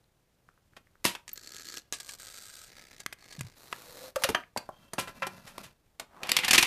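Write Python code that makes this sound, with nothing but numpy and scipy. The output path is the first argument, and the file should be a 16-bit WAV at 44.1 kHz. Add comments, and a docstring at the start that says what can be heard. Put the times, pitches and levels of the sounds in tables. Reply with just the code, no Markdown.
"""A home-made chain reaction in a basement, over faint room tone. Dry ticks, then a catch snaps open: shaped
noise bursts and decaying modes. A steel ball taps the holes of plastic rails, nudges a golf ball, and the frame
thumps with falling pitch. The golf ball patters and hums into a lever; blocks and a stick knock, squeak and slip
on a board as grit through modes. A case tips, and a row of plastic cases clatters down, loud, with more room
around it than the rails have."""
import sys
import numpy as np
from scipy import signal
from scipy.fft import rfft, irfft
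from scipy.io import wavfile
from scipy.ndimage import uniform_filter1d, map_coordinates

SR = 44100
rng = np.random.default_rng(int(sys.argv[2]) if len(sys.argv) > 2 else 0)


def store_pcm(level_fs):
    """Save levels as 16-bit WAV."""
    pcm = np.round(np.clip(level_fs, -1, 1) * 32767).astype(np.int16)
    wavfile.write(sys.argv[1], SR, np.atleast_2d(pcm).T)


N = 293706
TIME = np.arange(N) / SR  # s


def undb(db):
    """Decibels to gain."""
    return 10 ** (np.asarray(db) / 20)


def unit(x):
    """Scale to rms 1."""
    return x / np.sqrt(np.mean(x ** 2) + 1e-20)


def decay(t, t60):
    """Exponential decay that reaches -60 dB at t60."""
    return np.exp(-np.log(1000) * t / t60)


def add(out, s, x):
    """Mix a sound in at time s."""
    i = int(s * SR)
    out[i:i + len(x)] += x[:N - i]


def through(x, response):
    """Pass a sound through an impulse response."""
    return signal.fftconvolve(x, response)[:len(x)]


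def body(points, size=2048):
    """Minimum-phase impulse response with a spectrum of (Hz, dB) points."""
    hz, db = np.transpose(points)
    grid = np.maximum(np.fft.rfftfreq(size, 1 / SR), 1)
    cepstrum = irfft(np.log(undb(np.interp(np.log(grid), np.log(hz), db))))
    # fold the cepstrum onto positive time
    cepstrum[1:size // 2] *= 2
    cepstrum[size // 2 + 1:] = 0
    return irfft(np.exp(rfft(cepstrum)))


def ring(modes, scatter_db=0., detune=0.):
    """Decaying modes with random signs; strengths and pitches may scatter."""
    t = TIME[:SR // 2]
    tones = np.zeros(len(t))
    for hz, db, t60 in modes:
        strength, shift, sign = rng.standard_normal(3)
        envelope = undb(db + scatter_db * strength - 60 * t / t60)
        tones += envelope * np.sign(sign) * np.sin(2 * np.pi * hz * (1 + detune * shift) * t)
    return tones * np.minimum(1, 10 * (t[-1] - t))  # fade over the last 0.1 s


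def contact(t60, snap, rough, rise, hold):
    """Force of a blow: one sharp touch, then chatter that dies; its energy is that of 20 ms at rms 1."""
    t = TIME[:SR // 4]
    noise, steps = rng.standard_normal((2, len(t)))
    age = t / max(t60, .002)
    envelope = (1 - np.exp(-age / rise)) * decay(age ** hold, 1)
    unevenness = np.exp(rough * np.repeat(steps, 16)[:len(t)])
    chatter = noise * unevenness * envelope
    force = chatter / np.linalg.norm(chatter)
    force[0] = snap
    return force / np.linalg.norm(force) * np.sqrt(.02 * SR)


def grit(rate, spread_db):
    """Random tiny contacts of uneven size, so many a second."""
    touches = (rng.random(N) < rate / SR) * rng.standard_normal(N)
    return unit(touches * undb(spread_db * np.clip(rng.standard_normal(N), -2, 2)))


def walk(rate):
    """Random levels, so many a second, joined by straight lines."""
    return np.interp(TIME * rate, np.arange(1000), rng.standard_normal(1000))


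def held(start, end, attack, release):
    """Envelope that rises from start, holds until end and dies away."""
    return np.clip((TIME - start) / attack, 0, 1) * np.exp(-np.maximum(TIME - end, 0) / release)


def elapsed(start, end):
    """Seconds since start, standing still after end."""
    return np.clip(TIME, start, end) - start


SPEED_LAW = 1.26  # rolling amplitude grows as this power of speed
ROLL_ATTACK_S, ROLL_RELEASE_S = 0.026, 0.016


def roll(start, end, first, last):
    """Speed and amplitude of a ball under steady acceleration."""
    speed = np.interp(TIME, [start, end], [first, last])
    return speed, speed ** SPEED_LAW * held(start, end, ROLL_ATTACK_S, ROLL_RELEASE_S)


def basement(x, wet_db, t60_low, t60_high):
    """Floor and block walls answer with a short tail that loses its treble first."""
    t = TIME[:SR // 2]
    low_pass = signal.butter(2, 3000, fs=SR, output="sos")
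    high_pass = signal.butter(2, 3000, "high", fs=SR, output="sos")
    low = signal.sosfilt(low_pass, rng.standard_normal(len(t)))
    high = signal.sosfilt(high_pass, rng.standard_normal(len(t)))
    tail = low * decay(t, t60_low) + 0.56 * high * decay(t, t60_high)
    tail *= np.clip(t / 0.004 - 1, 0, 1)  # silent for 4 ms, full at 8 ms
    return x + undb(wet_db) * through(x, tail / np.linalg.norm(tail))


# Spectrum of the room tone. Each row: frequency in Hz, density in dB per Hz.
ROOM_TONE = [(13, -30.5), (22, 3.5), (42, -2.5), (54, -3), (113, -2.5), (243, -10), (567, -13), (1030, -19),
             (4900, -26), (10800, -29.5), (15000, -30)]
ROOM_TONE_DB = -65


def room_tone():
    """Steady background: white noise through a fixed spectrum."""
    return undb(ROOM_TONE_DB) * unit(through(rng.standard_normal(N), body(ROOM_TONE, size=8192)))


# Faint ticks of the waiting rig and settling blocks. 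Each row: start in seconds, level in dB, pitch in Hz.
TICKS = [(.042, -56, 4000), (.489, -41.5, 1360), (0.577, -50.5, 1380), (0.735, -50.5, 1550),
         (0.871, -49.5, 1900), (.955, -47.5, 1410), (4.437, -37.5, 2160)]


def ticks():
    """Tiny dry ticks, a few cycles long."""
    out, t = np.zeros(N), TIME[:SR // 50]
    age = t / 0.00043
    for s, db, hz in TICKS:
        add(out, s, undb(db) * age * np.exp(1 - age) * np.sin(2 * np.pi * hz * t))
    return out


# The frame sags under the balls.
# Each row: start in seconds, level in dB, first pitch in Hz, last pitch in Hz, t60 in seconds.
THUMPS = [(3.382, -35, 190, 122, 0.26), (3.408, -25, 150, 99.5, 0.04), (3.445, -32.5, 119, 107, 0.083)]


def thumps():
    """The rail flexes; its quicker waves arrive first, so the pitch falls."""
    out, t = np.zeros(N), TIME[:SR // 3]
    for s, db, first_hz, last_hz, t60 in THUMPS:
        hz = last_hz + (first_hz - last_hz) * np.exp(-t / 0.013)
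        envelope = decay(t, t60) * (1 - np.exp(-t / 0.0031))
        add(out, s, undb(db) * envelope * np.sin(2 * np.pi * np.cumsum(hz) / SR))
    return out


SLIP_ATTACK_S, SLIP_RELEASE_S, SLIP_SAG_DB_PER_S = 0.031, .03, 2
SQUEAK_START_S, SQUEAK_END_S, SQUEAK_DB, SQUEAK_HZ = 4.71, 4.96, -68, 3190


def squeak():
    """Uneven slips keep one note of the leaning stick sounding, with its octave."""
    note = ring([(SQUEAK_HZ, 0, .045), (2 * SQUEAK_HZ, -12, .02)])
    gain = held(SQUEAK_START_S, SQUEAK_END_S, SLIP_ATTACK_S, SLIP_RELEASE_S)
    level = undb(SQUEAK_DB + 2.4 * walk(20))
    return gain * level * unit(through(grit(rate=1600, spread_db=5.5), note))


# Slips of the stick and the board. Each row: start in seconds, end in seconds, level in dB.
SLIPS = [(4.597, 4.936, -66), (4.968, 5.075, -47), (5.134, 5.515, -52.5), (5.535, 5.613, -51),
         (5.624, 5.711, -62.5)]
# Spectrum of sliding wood. 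Each row: frequency in Hz, density in dB per Hz.
SLIDE_COLOUR = [(40, -16), (80, -5.5), (140, -1.5), (190, 1.5), (320, -11.5), (550, -9), (800, -12),
                (1350, -11.5), (2300, -22.5), (4500, -18.5), (8000, -26), (12600, -24.5), (15000, -32)]
# Modes of the board. Each row: frequency in Hz, level in dB, t60 in seconds.
BOARD = [(140.6, -16.5, 0.6), (190.6, -19, 0.46), (537.5, -2, .2), (980, -1, 0.13), (1030, 0, 0.2),
         (1344, 4, 0.12), (1440, -9, 0.17), (1656, -4, 0.2), (1860, -13, 0.25), (2010, -4, .15),
         (2390, -6.5, 0.24), (2673, 2, 0.079)]


def slide():
    """Wood slips over wood in fine catches that keep the board sounding; friction slows each slip."""
    gain = np.zeros(N)
    for start, end, db in SLIPS:
        level = undb(db - SLIP_SAG_DB_PER_S * elapsed(start, end))
        gain += level * held(start, end, SLIP_ATTACK_S, SLIP_RELEASE_S)
    catches = grit(rate=2400, spread_db=3) * undb(3 * walk(30))
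    rub = unit(through(catches, body(SLIDE_COLOUR)))
    board = unit(through(catches, ring(BOARD, detune=0.0092)))
    return gain * (rub + undb(-5.5) * board)


# Modes of the catch. Each row: frequency in Hz, level in dB, t60 in seconds.
CATCH = [(950, -5.5, 0.34), (339, 2.5, 0.074), (200, -0.5, 0.072), (1842, 5, 0.084), (2670, 0.5, .08)]
# Modes of the ball. Each row: frequency in Hz, level in dB, t60 in seconds.
BALL = [(14150, 2.5, 0.023)]
# Modes of the lever. Each row: frequency in Hz, level in dB, t60 in seconds.
LEVER = [(528, -1.3, 0.097), (582, -1.1, 0.069), (654, -1.1, 0.032)]
# Modes of the base. Each row: frequency in Hz, level in dB, t60 in seconds.
BASE = [(280, -1.1, 0.022), (413, 1, 0.048), (457, 0.26, 0.073)]
# Modes of a block. Each row: frequency in Hz, level in dB, t60 in seconds.
BLOCK = [(956, -1.5, 0.15), (1430, -1, 0.027), (1904, 6.5, 0.044), (2930, -5.5, .08), (3148, 3, 0.08),
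         (6212, -6, 0.05)]
# Modes of the pin. Each row: frequency in Hz, level in dB, t60 in seconds.
PIN = [(4630, 0.0076, 0.065)]
# Blows that set parts ringing. Each row: start in seconds, level in dB, modes of the struck part.
RINGS = [(1.054, -34, CATCH), (1.332, -29, BALL), (4.161, -21.5, LEVER), (4.247, -24, LEVER),
         (4.292, -24.5, BASE), (4.347, -29.5, BLOCK), (4.574, -30.5, PIN), (4.983, -35.5, BOARD),
         (5.074, -49, BOARD), (5.222, -33.5, BOARD)]


def rings():
    """The struck parts ring on after the blow."""
    out = np.zeros(N)
    for s, db, modes in RINGS:
        add(out, s, undb(db) * ring(modes))
    return out


# Knocks of the catch, balls, blocks and sticks.
# Each row: start in seconds, t60 in seconds, thud in dB, knock in dB, clack in dB, click in dB.
KNOCKS = [(.766, 0.064, -65, -52, -52.5, -62), (1.0435, .09, -58, -39.5, -35, -32.5),
          (1.0518, 0.012, -36, -30, -28, -29.5), (1.055, 0.18, -38.5, -42.5, -27.5, -30),
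          (1.1505, 0.038, -70, -46, -39.5, -50.5), (3.7313, .014, -59, -44, -47, -64),
          (4.159, 0.035, -56.5, -32, -40, -40.5), (4.221, 0.046, -59, -42, -52, -46),
          (4.2372, 0.0051, -48, -42, -29, -32), (4.2397, 0.045, -48.5, -32.5, -26.5, -30.5),
          (4.289, 0.051, -42, -31, -38, -35.5), (4.301, 0.023, -30.5, -50, -49, -45.5),
          (4.3479, 0.034, -40, -27, -31, -43.5), (4.5624, 0.046, -47.5, -28.5, -56, -58),
          (4.574, 0.025, -44.5, -45.5, -40.5, -39), (4.6905, 0.02, -54, -34, -72.5, -64),
          (4.934, .032, -43, -40.5, -47.5, -41.5), (4.982, 0.05, -38.5, -33.5, -40, -47),
          (4.989, 0.13, -49, -48, -35.5, -35.5), (5.075, 0.11, -49, -49.5, -47, -54.5),
          (5.221, .07, -81, -37, -42, -54), (5.229, 0.044, -62, -39, -33.5, -58),
          (5.268, 0.035, -47, -39.5, -43.5, -43.5), (5.471, 0.17, -77, -52, -49.5, -52),
          (5.58, 0.019, -48.5, -41.5, -48, -48.5), (5.635, .15, -77, -56, -49.5, -52),
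          (5.997, 0.033, -60, -43.5, -43, -42.5), (6.01, 0.1, -53, -48.5, -59, -64)]
# Registers of a knock: thud, knock, clack, click. Each row: centre in Hz, width in Hz.
REGISTERS = [(230, 420), (900, 1000), (2700, 3000), (8000, 9500)]


def knocks(blows):
    """Each blow chatters briefly into a body of its own colour."""
    out = np.zeros(N)
    centres, widths = np.transpose(REGISTERS)
    for s, t60, *levels in blows:
        db = levels - 10 * np.log10(2 * widths / SR)  # level of a register to density
        low_edge = [(35, db[0] - 21), (110, db[0] - .5)]
        high_edge = [(12500, db[-1] - 2.5), (16000, db[-1] - 20)]
        colour = [*low_edge, *zip(centres, db), *high_edge]
        add(out, s, through(contact(t60, snap=0.26, rough=0.32, rise=0.018, hold=0.94), body(colour)))
    return out


# The steel ball lands on a rail or jumps a joint.
# Each row: start in seconds, chatter t60 in seconds, level in dB.
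LANDINGS = [(1.279, .021, -48), (1.292, 0.021, -48), (1.566, 0.0029, -49), (1.773, 0.0047, -44),
            (1.9251, 0.01, -35), (1.932, .11, -37), (2.001, 0.041, -44.5), (2.091, 0.048, -43),
            (3.0017, 0.034, -46), (3.327, 0.039, -51.5), (3.392, 0.024, -51)]
# Spectrum of a landing. Each row: frequency in Hz, density in dB per Hz.
LANDING_COLOUR = [(35, -18), (230, -6), (900, -4.5), (2700, 1), (8000, 1.5), (12500, -11), (16000, -23)]
# Modes of the rail. Each row: frequency in Hz, level in dB, t60 in seconds.
RAIL = [(1272, -2.5, 0.043), (1612, -11, 0.084), (1650, -2, 0.086), (4140, 3.5, 0.022), (4504, 3, 0.035)]


def landings():
    """The steel ball drops on the plastic, chatters and sets the rail ringing."""
    force = np.zeros(N)
    for s, t60, db in LANDINGS:
        add(force, s, undb(db) * contact(t60, snap=0.43, rough=0.12, rise=0.012, hold=1.06))
    shell, modes = body(LANDING_COLOUR), ring(RAIL)
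    clatter = through(force, shell / np.linalg.norm(shell))
    return clatter + undb(-8.5) * through(force, modes / np.linalg.norm(modes))


# Spectrum of the steep rail. Each row: frequency in Hz, density in dB per Hz.
STEEP_COLOUR = [(70, -29.5), (150, -13), (350, -1), (900, -14), (1600, -4), (2800, -10.5), (4200, -0.5),
                (5400, -3.5), (7400, -1.5), (9500, -14.5), (13000, -10.5), (15000, -33)]
# Spectrum of the shallow rail. Each row: frequency in Hz, density in dB per Hz.
SHALLOW_COLOUR = [(70, -16), (150, -18.5), (550, -4), (950, -11.5), (1650, -1.5), (2800, -6), (4250, 0.5),
                  (5300, -2.5), (7000, -1), (8500, 1.5), (9600, -10.5), (13500, -6.5), (15000, -21)]
# Spectrum of the last rail. Each row: frequency in Hz, density in dB per Hz.
LAST_COLOUR = [(70, -19), (150, 0), (400, 2), (800, -1.5), (1100, -4), (2100, 3), (3000, -6.5), (4300, 0),
               (6000, -3), (8500, -8), (12500, -15), (15000, -13)]
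# Runs of the steel ball, each at steady acceleration.
# Each row: start in seconds, end in seconds, first speed in holes/s, last speed in holes/s,
# level in dB at REFERENCE_HOLES_PER_S, fade in dB/s (negative swells), spectrum of the rail.
RUNS = [(1.279, 1.785, 41.8, 105.6, -47, -1.5, STEEP_COLOUR),
        (1.952, 2.144, 52, 76.5, -46.5, -9, SHALLOW_COLOUR),
        (2.174, 2.671, 115, 168, -48.5, 21, SHALLOW_COLOUR), (2.669, 3.038, 80, 55, -55, -5.5, LAST_COLOUR),
        (3.17, 3.368, 48, 90, -51.5, -7, LAST_COLOUR), (3.381, 3.542, 77, 45.5, -52.5, 2, LAST_COLOUR)]
REFERENCE_HOLES_PER_S = 100
RAIL_RING_DB = -9  # against the direct sound
GRAIN_SHARE = 0.48  # fine roughness of the rail, against the taps of the holes


def steel_ball(start, end, first, last, db, fade_db_per_s, colour):
    """The ball drops into each hole of the rail and bounces on its rims, louder the faster it runs."""
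    speed, gain = roll(start, end, first / REFERENCE_HOLES_PER_S, last / REFERENCE_HOLES_PER_S)
    rate = speed * REFERENCE_HOLES_PER_S
    holes = np.flatnonzero(np.diff(np.floor(np.cumsum(rate) / SR)))
    # three taps a hole, at random delays and sizes
    late, size = rng.standard_normal((2, 2000, 3))[:, :len(holes)]
    places = holes[:, None] + (0.0025 * SR * np.cumsum(abs(late), axis=1)).astype(int)
    sizes = undb(4.1 * np.clip(size, -2, 1.6))
    taps = np.bincount(places.ravel(), sizes.ravel(), N)[:N] / np.sqrt(rate)
    # each tap dies in a short buzz
    buzz = through(taps, np.exp(-TIME[:SR // 50] / 0.0017)) * rng.standard_normal(N)
    wobble = undb(1.24 * walk(37.8) / speed)  # a slow ball sways more from rim to rim
    grain = grit(rate=2500, spread_db=6.5)
    force = (unit(taps) + 0.68 * unit(buzz) + GRAIN_SHARE * grain) * wobble
    direct = unit(through(force, body(colour)))
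    ringing = unit(through(force, ring(RAIL)))
    level = undb(db - fade_db_per_s * elapsed(start, end))
    return gain * level * (direct + undb(RAIL_RING_DB) * ringing)


# The steel ball nudges the golf ball, close to the microphone.
# Each row: start in seconds, t60 in seconds, thud in dB, knock in dB, clack in dB, click in dB.
NUDGES = [(3.0623, .01, -51, -44, -41, -41.5), (3.1263, 0.01, -74, -58, -48.5, -56),
          (3.1287, 0.027, -63, -58, -54, -50.5), (3.409, 0.022, -57, -54, -46, -44),
          (3.7271, .012, -69, -40.5, -42, -50.5)]
# Modes of the golf ball on its rail. Each row: frequency in Hz, level in dB, t60 in seconds.
GOLF = [(420, -7, 0.012), (680, -3, 0.013), (1650, 2, 0.015), (2030, 4, 0.014), (2500, 0.5, 0.016)]
GOLF_RING_DB = 10  # against the clack of the nudge


def nudges():
    """The steel ball clicks against the golf ball, which answers with a short, hollow pock."""
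    out = knocks(NUDGES)
    for s, _, _, _, clack_db, _ in NUDGES:
        add(out, s, undb(clack_db + GOLF_RING_DB) * ring(GOLF))
    return out


# Rolls of the golf ball, down its rail and then along the lever. Each row: start in seconds, end in seconds,
# first speed in m/s, last speed in m/s, patter level in dB at 1 m/s, hum level in dB at the end.
GOLF_ROLLS = [(3.545, 4.086, .42, 0.96, -48, -50), (4.173, 4.407, 0.99, 0.27, -47.5, -54.5)]
# Spectrum of the patter. Each row: frequency in Hz, density in dB per Hz.
GOLF_COLOUR = [(71, -30.5), (120, -3.5), (173, -7.5), (535, -5.5), (629, -6), (1560, -8), (3170, -14.5),
               (4120, -6), (4650, -11), (10000, -15.5), (13000, -13), (15000, -18.5)]
HUM_RISE_DB_PER_S = 62.5  # the hum swells as the ball nears the end
HUM_LAW = 0.58  # hum pitch grows as this power of speed


def golf_ball():
    """Dimples patter on the rail, and the lever at its end hums, higher as the ball runs faster."""
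    dimples = grit(rate=850, spread_db=2) + 0.72 * rng.standard_normal(N)
    patter = unit(through(dimples, body(GOLF_COLOUR)))
    hum = unit(through(dimples, ring(LEVER)))
    out = np.zeros(N)
    for start, end, first, last, db, hum_db in GOLF_ROLLS:
        speed, gain = roll(start, end, first, last)
        # read the hum at a varying rate to bend its pitch
        gliding = map_coordinates(hum, [np.cumsum(speed ** HUM_LAW)], order=1, mode="mirror")
        nearness = undb(-HUM_RISE_DB_PER_S * np.maximum(end - TIME, 0))
        nearness *= held(start, end, ROLL_ATTACK_S, ROLL_RELEASE_S)
        out += undb(db) * gain * patter + undb(hum_db) * nearness * gliding
    return out


# Spectrum of the tipping case. Each row: frequency in Hz, density in dB per Hz.
TIPPING_COLOUR = [(80, -14.5), (170, -0.5), (350, -7), (650, 0), (1100, 1), (2100, -13.5), (3500, -22.5),
                  (14000, -33)]
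TIP_START_S, TIP_END_S, TIP_RELEASE_S = 6.02, 6.26, 0.075
TIP_DB, TIP_RISE_DB_PER_S = -43.5, 130  # level at the end, swell before it


def tipping():
    """The first case slides on its edge, swelling as it leans over towards the next."""
    swell = undb(TIP_DB - TIP_RISE_DB_PER_S * np.maximum(TIP_END_S - TIME, 0))
    gain = swell * held(TIP_START_S, TIP_END_S, SLIP_ATTACK_S, TIP_RELEASE_S)
    return gain * unit(through(grit(rate=12000, spread_db=7.5), body(TIPPING_COLOUR)))


# Cases slapping each other.
# Each row: start in seconds, rattle t60 in seconds, level in dB, relative brightness in dB.
CASES = [(6.232, 0.025, -35.5, -7), (6.27, 0.023, -55, 8), (6.291, 0.045, -32.5, -0.5),
         (6.317, 0.016, -26, 3.5), (6.3658, 0.029, -23.5, 2), (6.3871, 0.042, -31, -3.5),
         (6.433, 0.1, -32, -12), (6.446, 0.04, -32.5, 2), (6.48, 0.054, -25.5, -2),
         (6.5084, 0.039, -22.5, 2.5), (6.5312, 0.063, -20.5, 2.5), (6.545, 0.072, -21, -2),
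         (6.557, 0.0093, -29, 2), (6.579, 0.047, -18.5, 1.5), (6.585, 0.067, -24.5, -1),
         (6.608, 0.096, -45, 14), (6.6252, 0.046, -24, 0), (6.631, 0.015, -26.5, -3.5),
         (6.647, 0.037, -41, 3)]
# Spectrum of a case. Each row: frequency in Hz, density in dB per Hz.
CASE_COLOUR = [(30, -9), (80, -14), (200, -3.5), (350, -4), (520, -16), (750, -3), (1300, -3.5), (2000, 3),
               (2700, 4.5), (3700, -1), (6000, -8), (11500, -14), (13400, -16), (15000, -60)]
# Modes of a case. Each row: frequency in Hz, level in dB, t60 in seconds.
CASE = [(504, -4.5, 0.19), (1640, -22, 0.12), (1845, 7, 0.05), (2060, 7, 0.028), (2395, 9, 0.032),
        (2594, -17, 0.076), (2740, 10, 0.023), (2800, -11, 0.055), (3400, -9, 0.053), (3350, 9, 0.041),
        (4500, 12, 0.054)]
SCRAPE_DB, PILE_LAW = -47, 0.58  # scrape amplitude grows as this power of the slaps so far


def cases():
    """Hollow cases slap together, their loose lids buzz, and they scrape more as more of them lean."""
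    out = np.zeros(N)
    hz, db = np.transpose(CASE_COLOUR)
    treble = np.clip(np.log2(hz / 3200), 0, 1)  # 0 below 3200 Hz, 1 an octave up
    for s, t60, level_db, bright_db in CASES:
        force = contact(t60, snap=0.025, rough=0.22, rise=0.045, hold=0.81)
        shell = body(np.c_[hz, db + (bright_db + 4.5) * treble]) / np.linalg.norm(body(CASE_COLOUR))
        modes = ring(CASE, scatter_db=4, detune=.006)
        slap = undb(1.0) * through(force, shell)
        ringing = undb(-11.0) * through(force, modes / np.linalg.norm(modes))
        add(out, s, undb(level_db) * (slap + ringing))
    leaning = sum(TIME > s for s, *_ in CASES)
    scrape = through(grit(rate=4400, spread_db=3), body(np.c_[hz, db - 4 * treble]))
    return out + undb(SCRAPE_DB) * leaning ** PILE_LAW * unit(scrape)


def scene():
    """All the stages in one room, over its faint background; the rails are nearest and so sound driest."""
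    rails = landings() + nudges() + sum(steel_ball(*run) for run in RUNS) + golf_ball()
    parts = ticks() + knocks(KNOCKS) + rings() + thumps() + squeak() + slide() + tipping() + cases()
    near = basement(rails, wet_db=-21, t60_low=0.56, t60_high=0.36)
    far = basement(parts, wet_db=-14.5, t60_low=0.23, t60_high=0.18)
    return (near + far + room_tone())[None]


def suppressor(x, knee_db, max_cut_db):
    """Noise suppression: turns the sound down as its own level sinks; a third of the cut at the knee."""
    power = uniform_filter1d(x ** 2, SR // 80)
    level_db = 10 * np.log10(np.maximum(power, 1e-14))
    return x * undb(-max_cut_db / (1 + 2 * np.exp((level_db - knee_db) / 3)))


def record(dry):
    """The recorder hushes the quietest tails, rounds the loudest peaks and cuts the top."""
    ceiling, top_hz = .7, 14800
    hushed = suppressor(dry, knee_db=-62.5, max_cut_db=9)
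    rounded = ceiling * np.tanh(hushed / ceiling)
    return signal.sosfilt(signal.ellip(8, .2, 70, top_hz, fs=SR, output="sos"), rounded)


dry = scene()
out = record(dry)
store_pcm(out)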